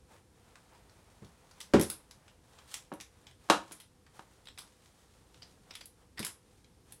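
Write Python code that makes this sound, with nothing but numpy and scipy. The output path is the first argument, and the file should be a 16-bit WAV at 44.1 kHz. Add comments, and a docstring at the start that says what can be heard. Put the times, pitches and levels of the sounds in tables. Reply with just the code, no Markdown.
"""A flat plastic mop is pushed over a wooden floor in a small furnished room.
Its cloth pad swishes faintly and its swivel joint clicks. The head thuds softly on the floor, then at
1.7 s thumps a cabinet, whose panels boom while the joint rattles. The pad scuffs and the head's hard
edge clacks against furniture, loudest at 3.5 s. Clicks and tiny creaks of slipping parts lead to another
floor thud and rattle at 6.2 s. A low room rumble with a faint hiss and hum lies under it all."""
import sys
import numpy as np
from scipy import signal
from scipy.fft import rfft, irfft, next_fast_len
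from scipy.io import wavfile
from scipy.ndimage import map_coordinates

SR = 44100
rng = np.random.default_rng(int(sys.argv[2]) if len(sys.argv) > 2 else 0)


def materialize(psi):
    """Save the field psi as 16-bit PCM at rate SR to the path in sys.argv[1].

    A 1-D psi becomes a single channel; in a 2-D psi each row is a channel.
    """
    bounded = np.clip(np.atleast_2d(psi).T, -1, 1)
    quanta = np.round(bounded * 32767).astype(np.int16)
    wavfile.write(sys.argv[1], SR, quanta)


N = 308700  # 7 s
HIT_TIME = np.arange(SR // 2) / SR  # time axis of one hit [s]
HIT_HZ = np.fft.rfftfreq(2 * len(HIT_TIME), 1 / SR)  # frequency axis of its EQ curves
LEAD_S, TICK_S = 0.03, 0.0021  # lead-in before each blow; contact time of a small part

# the head hits wood: (time [s], level [dB], crack send [dB], low boost [dB], ring send [dB], contact [s])
BUMP_CUES = [(1.22, -43.5, -17.5, 13.5, -17, 0.017), (1.736, -8, -13.5, -8, -3, 0.011),
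             (1.795, -24, -20, 3, -8.5, 0.0093), (6.193, -34, -18.5, 10.5, -9.5, 0.0099)]
# the cabinet's panel modes: (frequency [Hz], level [dB], decay by 60 dB [s])
CABINET_MODES = [(78.2, -20, 0.26), (131, -9.5, 0.17), (167, -10.5, 0.19), (206, 1.5, .19),
                 (245.4, -12.5, 0.11), (322, -6, 0.29), (367, -4, 0.19), (415, -2.5, 0.19),
                 (558.4, -13.5, 0.3), (568.5, -12, 0.2), (759, -17.5, .2)]
# the dull body of a bump: (frequency [Hz], level [dB])
THUD_EQ = [(25, -55), (50, -25.5), (78, -9), (100, -7.5), (130, -6.5), (195, 2.5), (270, -1), (360, -2.5),
           (440, -6), (600, -11.5), (900, -27), (1300, -22.5), (2600, -66.5)]
# the attack at the head's edge: (frequency [Hz], level [dB])
CRACK_EQ = [(410, -10), (700, -4), (1030, -0.5), (1170, -9), (1440, -6.5), (1550, -7), (1720, -9.5),
            (8110, -25), (15000, -43)]


def wood_bumps(ring_db=-3, thud_db=-8, crack_db=-1, boost_hz=130, swell_cycles=1.2):
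    """The mop head thuds on the floor or against the cabinet: its edge cracks and the wood booms."""
    out = np.zeros(N)
    for start, db, edge_db, low_db, panel_db, contact_s in BUMP_CUES:
        ring = np.zeros(len(HIT_TIME))
        for hz, mode_db, t60 in CABINET_MODES:
            swell = 1 - np.exp(-HIT_TIME * hz / swell_cycles)  # low modes take longer
            ring += swell * ringing_mode(hz, mode_db + rng.normal(0, 1), t60)
        weight = eq_curve(THUD_EQ) * (1 + amp(low_db) * low_pass(boost_hz))
        body_blow = contact(contact_s, room_db=1, rise_s=0.00031, scrape_db=-48)
        edge_blow = contact(contact_s / 2, room_db=4, rise_s=0.00053, scrape_db=-35.5)
        thud = amp(thud_db) * apply_eq(body_blow, weight)
        crack = amp(crack_db + edge_db) * apply_eq(edge_blow, eq_curve(CRACK_EQ))
        add(out, start, amp(db + ring_db + panel_db) * ring)
        add(out, start - LEAD_S, amp(db) * (thud + crack))
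    return out


# the hard edge strikes: (time [s], level [dB], treble [dB], bass [dB], room send [dB], contact [s])
CLACK_CUES = [(2.9172, -32, -33.5, -6.5, -8, 0.0035), (2.925, -37, -21, 6, -3, 0.0027),
              (3.488, -47, -18.5, -7.5, -3, 0.004), (3.499, -12, -10.5, -10.5, -1, 0.0044),
              (3.711, -45, -10.5, 1.5, -3.5, 0.0026), (4.193, -36, -19, -9, -9.5, 0.0026)]
# the broad tone of the plastic plate: (frequency [Hz], level [dB])
PLATE_EQ = [(53, -53), (90, -23), (151, -9), (187, 2), (237, -6), (321, -5), (527, -8), (1120, -6),
            (1720, -11.5), (1920, -18.5), (2770, -14), (3360, -17), (8480, -24), (11700, -31.5),
            (15500, -54.5)]
# resonances of the head and its pole: (frequency [Hz], width [Hz], level [dB])
HEAD_PEAKS = [(315, 31, 9.5), (550, 60, 1.5), (760, 48, -1.5), (938, 34, -0.5), (1110, 60, -3),
              (1260, 26, -3.5), (1440, 50, -9), (1682, 150, -12), (2800, 85, -12.5), (3256, 88, -16),
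              (3640, 20, -19.5), (3950, 170, -12), (5270, 26, -21)]


def head_clacks(ring_db=-5, treble_db=11, bass_db=3, treble_hz=2500, bass_hz=450):
    """The plastic plate and the pole ring briefly; each blow has its own treble and bass shelf."""
    out = np.zeros(N)
    body = eq_curve(PLATE_EQ) + amp(ring_db) * resonances(HEAD_PEAKS)
    highs = 1 / (1 + (treble_hz / (HIT_HZ + 1)) ** 4)
    lows = low_pass(bass_hz)
    for start, db, bright_db, weight_db, room_db, contact_s in CLACK_CUES:
        shelves = amp(highs * (bright_db + treble_db) + lows * (weight_db + bass_db))
        blow = contact(contact_s, room_db, rise_s=0.00037, scrape_db=-47.5, scrape_s=0.004)
        add(out, start - LEAD_S, amp(db) * apply_eq(blow, body * shelves))
    return out


# the swivel takes up its play: (time [s], level [dB], pitch [Hz], snap [dB], hollow [dB], chatter [s])
CLICK_CUES = [(0.5554, -47, 2200, -32, -0.5, 0.0018), (0.8953, -55, 4770, -17, -6, .002),
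              (1.2462, -52, 4500, -11, -4, .003), (1.511, -50, 5200, -10.5, -6, 0.0034),
              (1.6032, -36.5, 3400, -4.5, -17, .003), (1.6116, -34.5, 7800, -35, -18, 0.0039),
              (1.796, -28, 1870, -3, -5.5, .002), (1.8115, -26, 6060, 4, -17, 0.0033),
              (1.8237, -33, 6540, 3.5, -15, 0.029), (1.9001, -31.5, 4630, 6.5, -9, 0.011),
              (2.1101, -42.5, 5660, -7.5, -16, 0.0044), (2.2793, -49, 2790, -28, -9.5, 0.0078),
              (2.5862, -47.5, 3090, -23, -3.5, 0.0019), (2.7409, -26.5, 7540, -9, -42, .006),
              (2.9369, -48.5, 2320, 1.5, -14, .004), (3.001, -38.5, 2400, -16, -17, 0.012),
              (3.0092, -36, 6600, -8, -14, 0.0032), (3.2679, -43.5, 3400, -35, -11.5, 0.0094),
              (3.311, -54, 3350, -30, -8, .004), (3.7194, -41.5, 7000, 1.5, -7.5, 0.014),
              (3.8, -48, 3230, -1, -15.5, 0.017), (4.064, -56, 2000, -32.5, -2, .015),
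              (4.4553, -50, 3800, -9, -24, .002), (4.576, -42.5, 2620, -24, -6, 0.0095),
              (4.585, -40.5, 4450, -2.5, -10.5, 0.018), (5.3433, -49, 3100, -26, -9, 0.0014),
              (5.7377, -43.5, 3250, -25.5, -19, 0.0023), (5.7523, -35, 3380, -8, -16, .004),
              (5.8082, -45.5, 4810, -6.5, -11, 0.0035), (5.8562, -46, 3910, 2.5, -35.5, 0.0037),
              (6.1927, -31, 4600, -2.5, -7.5, 0.017), (6.2282, -35, 2290, -14, -7, 0.0028),
              (6.2479, -28.5, 8040, 1.5, -15, 0.0045), (6.266, -32, 7760, 1.5, -5.5, .004),
              (6.6437, -55.5, 3300, -38.5, -23.5, .004), (6.9221, -46, 10800, 6.5, -17, 0.0041)]
# the tick of small hard parts, also used for grit: (frequency [Hz], level [dB])
TICK_EQ = [(530, -25), (900, -2.5), (1520, -6), (1980, 2.5), (3340, -2), (4180, 0), (4600, -2), (6050, -1),
           (7410, -3), (11000, -13.5), (15500, -24)]
# the bright snap on top: (frequency [Hz], level [dB])
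SNAP_EQ = [(5000, -29.5), (8500, -3.5), (9500, -1), (10100, 2.5), (11200, 0.5), (12800, -11.5),
           (15500, -16.5)]
# the hollow body underneath: (frequency [Hz], level [dB])
HOLLOW_EQ = [(150, -32.5), (500, 2), (1000, 11.5), (1600, 14), (2600, -19.5)]
# modes of the thin metal pole: (frequency [Hz], level [dB], decay by 60 dB [s])
POLE_MODES = [(7900, -3, .3), (9500, -7, .25), (14150, -1, 0.25), (15400, -9, .2)]


def swivel_clicks(snap_db=1, body_db=1, housing_db=-5, note_db=-4, pole_db=-25, firm_db=-31):
    """Small plastic parts meet and chatter: a pitched tick, a bright snap and a faint ping of the pole."""
    out = np.zeros(N)
    for start, db, hz, bright_db, hollow_db, chatter_s in CLICK_CUES:
        note = resonances([(hz, 0.32 * hz, 0)])
        tick = unit(eq_curve(TICK_EQ) + amp(housing_db) * housing() + amp(note_db) * note)
        snap = amp(bright_db + snap_db) * eq_curve(SNAP_EQ)
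        hollow = amp(hollow_db + body_db) * eq_curve(HOLLOW_EQ)
        tone = np.sqrt(tick ** 2 + snap ** 2 + hollow ** 2)
        blow = contact(TICK_S, room_db=-2, rise_s=0.0007, scrape_db=-17.5, scrape_s=0.007)
        rattle = signal.fftconvolve(blow, chatter(chatter_s))
        add(out, start - LEAD_S, amp(db) * apply_eq(rattle, tone))
        ping = sum(ringing_mode(*mode) for mode in POLE_MODES)
        # only firm clicks shake the pole; the light parts that snap brightly hardly do
        firmness = min(amp(db - firm_db), 1) / (1 + amp(bright_db + 9))
        add(out, start, amp(db + pole_db) * firmness * ping)
    return out


def chatter(decay_s, ticks_per_s=330, tick_db=-5):
    """Loose parts make one firm contact, then uneven smaller ones that die away."""
    t = HIT_TIME[:len(HIT_TIME) // 3]
    hits = rng.random(len(t)) < ticks_per_s / SR
    ticks = hits * rng.standard_normal(len(t)) * amp(tick_db) * np.exp(-t / decay_s)
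    ticks[0] = 1
    return ticks


# resonances of the joint's plastic housing: (frequency [Hz], width [Hz], level [dB])
HOUSING_PEAKS = [(1976, 310, -9), (2676, 320, -10), (3570, 520, 4.5), (5030, 430, -7), (5367, 500, 2),
                 (8000, 740, -3.5)]


def housing(detune=0.068, spread_db=3):
    """Each point of contact shifts the housing's resonances and favours some of them."""
    return resonances([(hz * np.exp(rng.normal(0, detune)), width, db + rng.normal(0, spread_db))
                       for hz, width, db in HOUSING_PEAKS])


# a tight joint or the pad slips: (time [s], level [dB], pitch [Hz], rasp [dB], decay [s])
CREAK_CUES = [(0.712, -61, 820, -20, 0.023), (0.748, -60, 950, -5, 0.015), (4.471, -38.5, 3950, -1, 0.0018),
              (4.4844, -45.5, 3360, 4.5, 0.0029), (5.4207, -40.5, 4750, -3, 0.0021),
              (5.4278, -44.5, 5030, -2, 0.0031), (5.7068, -47, 5040, 6.5, 0.005),
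              (5.811, -43, 4700, 2.5, 0.0032), (6.173, -46, 1920, 0.5, 0.0072),
              (6.180, -35.5, 1920, 0.5, 0.0035)]
# the rasp of a slip: (frequency [Hz], level [dB])
RASP_EQ = [(400, 7.5), (1800, 8.5), (3300, 6), (5500, -26), (7500, -10), (15000, -12.5)]


def creaks(level_db=-2, width_share=0.12):
    """A slip sings for a few milliseconds and rasps in the housing."""
    out = np.zeros(N)
    for start, db, hz, rasp_db, decay_s in CREAK_CUES:
        note = resonances([(hz, width_share * hz, 0)])
        rasp = amp(rasp_db) * unit(eq_curve(RASP_EQ) + housing())
        slip = contact(decay_s, room_db=-4, rise_s=0.0011, scrape_db=-12.5)
        add(out, start - LEAD_S, amp(db + level_db) * apply_eq(slip, note + rasp))
    return out


# the airy swish of cloth: (frequency [Hz], level [dB])
CLOTH_EQ = [(710, -15), (1200, -1), (1540, -5), (1780, -4), (2410, -6), (3140, -1), (3730, -0.5),
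            (4770, -4), (9270, -4), (15500, -20.5)]
# the darker rub of the floorboards: (frequency [Hz], level [dB])
BOARDS_EQ = [(200, -14), (500, -0.5), (850, 0.5), (1400, -5.5), (2500, -10.5), (4500, -28)]


def pad_swish(grain_db=1.5, pressure_db=1, grit_db=-9, grit_per_s=14):
    """Cloth fibres catch on the boards as the pad slides under an uneven hand; grit ticks beneath it."""
    swish, rub = pad_envelopes() * amp(pressure_db * wobble(14))
    fibres = unit(noise_bed(CLOTH_EQ) * amp(grain_db * wobble(200)))
    boards = unit(noise_bed(BOARDS_EQ) * amp(grain_db * wobble(60)))
    specks = (rng.random(N) < grit_per_s / SR) * rng.random(N)
    tick = apply_eq(contact(TICK_S, room_db=-3), eq_curve(TICK_EQ))
    grit = unit(signal.fftconvolve(specks, tick)[:N])
    return swish * (fibres + amp(grit_db) * grit) + rub * boards


# pushes and pulls of the pad: (start [s], length [s], swish [dB], rub [dB])
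STROKE_CUES = [(0.323, 1.8, -73, -69), (2.077, 0.34, -77.5, -69.5), (2.416, 0.5, -70, -67),
               (3.1, 0.24, -71.5, -68), (3.386, 0.48, -67, -67.5), (4.101, 0.43, -74.5, -71.5),
               (4.54, 0.6, -71, -74), (4.901, 0.79, -73, -73), (5.952, 0.13, -74.5, -67.5),
               (6.417, 0.22, -71.5, -76.5)]
# the pad catches and scuffs: (peak time [s], swish [dB], rub [dB])
SCUFF_CUES = [(0.132, -69.5, -62), (0.745, -79, -65), (1.59, -72, -66.5), (2.73, -55, -68.5),
              (4.184, -65.5, -63.5), (4.33, -72, -73), (5.71, -71, -64.5), (6.905, -69.5, -70.5)]


def pad_envelopes(speed_up_s=0.13, slow_down_s=0.14, attack_s=0.034, release_s=0.045):
    """Gains of swish and rub: a stroke speeds up, glides and slows down; a scuff swells and lets go."""
    t = np.arange(N) / SR
    power = np.zeros((2, N))
    for start, length, *levels_db in STROKE_CUES:
        speed = np.clip(np.minimum((t - start) / speed_up_s, (start + length - t) / slow_down_s), 0, 1)
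        power += np.outer(amp(levels_db) ** 2, speed)
    for peak, *levels_db in SCUFF_CUES:
        from_peak = np.maximum((peak - t) / attack_s, (t - peak) / release_s)
        grip = np.exp(-np.minimum(from_peak, 10) ** 2)
        power += np.outer(amp(levels_db) ** 2, grip)
    return np.sqrt(power)


# the furnished room's short reverb: (frequency [Hz], decay by 60 dB [s])
ROOM_DECAY = [(100, 0.27), (400, 0.26), (1100, 0.26), (2500, 0.23), (11000, 0.22), (15000, 0.12)]


def contact(decay_s, room_db, rise_s=0.001, scrape_db=-25, scrape_s=0.0064):
    """The raw transient of every hit: parts scrape, meet at LEAD_S, and the room answers."""
    t = HIT_TIME - LEAD_S
    after, before = np.maximum(t, 0), np.maximum(-t, 0)
    blow = np.exp(-after / decay_s) * (1 + np.tanh(t / rise_s - 1)) / 2
    envelope = blow + amp(scrape_db) * np.exp(-before / scrape_s) * (t < 0)
    # a hard contact feeds all frequencies alike: keep only the burst's phases
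    phases = np.angle(rfft(rng.standard_normal(len(t)) * envelope))
    burst = irfft(np.exp(1j * phases), len(t)) * np.where(t < 0, envelope, envelope ** 0.11)
    hz, frame_times, bands = signal.stft(rng.standard_normal(len(t)), SR, nperseg=256)
    decay_db = -60 * np.maximum(frame_times - LEAD_S, 0) / along(ROOM_DECAY, hz)[:, None]
    tail = signal.istft(bands * amp(decay_db), SR, nperseg=256)[1][:len(t)]
    tail *= 1 - np.exp(-after / 0.0018)  # the reverb fades in after the blow
    return (unit(burst) + amp(room_db) * unit(tail)) * np.sqrt(np.mean(envelope ** 2))


# the low rumble of the house: (frequency [Hz], level [dB])
RUMBLE_EQ = [(12, -36.5), (20, -13), (53, 6.5), (83, 5.5), (362, -5.5), (452, -5.5), (505, -4.5),
             (565, -17), (788, -14.5), (2610, -30.5), (5530, -25.5), (6910, -31.5), (9130, -24.5),
             (12400, -30.5), (15500, -51)]
# steady air noise: (frequency [Hz], level [dB])
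HISS_EQ = [(300, -6.5), (850, 5.5), (1500, 1), (3500, -2), (9300, -3.5), (15500, -20.5)]


def room_tone(rumble_db=-65, waver_db=1, hiss_db=-74, hum_hz=507, hum_db=-83, drift_rad=0.5):
    """The low, slightly restless rumble of the house, with a soft hiss and a faint hum."""
    hum = np.sqrt(2) * np.sin(2 * np.pi * hum_hz * np.arange(N) / SR + drift_rad * wobble(6))
    rumble = amp(rumble_db + waver_db * wobble(3.5)) * noise_bed(RUMBLE_EQ)
    return rumble + amp(hiss_db) * noise_bed(HISS_EQ) + amp(hum_db) * hum


def noise_bed(eq):
    """Steady coloured noise of rms 1."""
    gain = amp(along(eq, np.fft.rfftfreq(N, 1 / SR)))
    return unit(irfft(rfft(rng.standard_normal(N)) * gain, N))


def wobble(rate):
    """A smooth random curve, rate knots a second."""
    knots = rng.standard_normal(int(N * rate / SR) + 4)
    return map_coordinates(knots, [np.arange(N) * rate / SR])


def ringing_mode(hz, db, t60):
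    """A sine of random phase that falls 60 dB in t60 seconds."""
    return amp(db - 60 * HIT_TIME / t60) * np.sin(2 * np.pi * (hz * HIT_TIME + rng.random()))


def resonances(peaks):
    """A gain curve of (Hz, width, dB) humps that keeps the power of white noise."""
    return unit(sum(amp(db) / (1 + (2 * (HIT_HZ - hz) / width) ** 2) for hz, width, db in peaks))


def eq_curve(points):
    """A gain curve through (Hz, dB) points, scaled to keep the power of white noise."""
    return unit(amp(along(points, HIT_HZ)))


def low_pass(corner_hz):
    """A gain curve that falls 24 dB an octave above the corner."""
    return 1 / (1 + (HIT_HZ / corner_hz) ** 4)


def apply_eq(x, gain):
    """Filter x with this gain curve at minimum phase, so nothing rings ahead of the attack."""
    size = len(HIT_TIME)
    cepstrum = irfft(np.log(np.maximum(gain, 1e-6)))
    cepstrum[1:size] *= 2
    cepstrum[size + 1:] = 0
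    return irfft(rfft(x, len(cepstrum)) * np.exp(rfft(cepstrum)))[:size]


def along(points, hz):
    """(Hz, value) points read on a log axis."""
    point_hz, values = np.transpose(points)
    return np.interp(np.log(hz + 1), np.log(point_hz + 1), values)


def add(track, start, x):
    """Mix x into the track from start seconds on."""
    part = track[round(start * SR):][:len(x)]
    part += x[:len(part)]


def amp(db):
    """Decibels to gain."""
    return 10 ** (np.asarray(db) / 20)


def unit(x):
    """Scaled to rms 1."""
    return x / np.sqrt(np.mean(np.abs(x) ** 2) + 1e-20)


def scene():
    """The mop at work in the quiet room, in mono."""
    return (wood_bumps() + head_clacks() + swivel_clicks() + creaks() + pad_swish() + room_tone())[None]


def record(dry, top_hz=15900):
    """A brick-wall high cut on the whole mix."""
    size = next_fast_len(N + SR // 2)
    passband = np.fft.rfftfreq(size, 1 / SR) < top_hz
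    return irfft(rfft(dry, size) * passband, size)[:, :N]


dry = scene()
out = record(dry)
materialize(out)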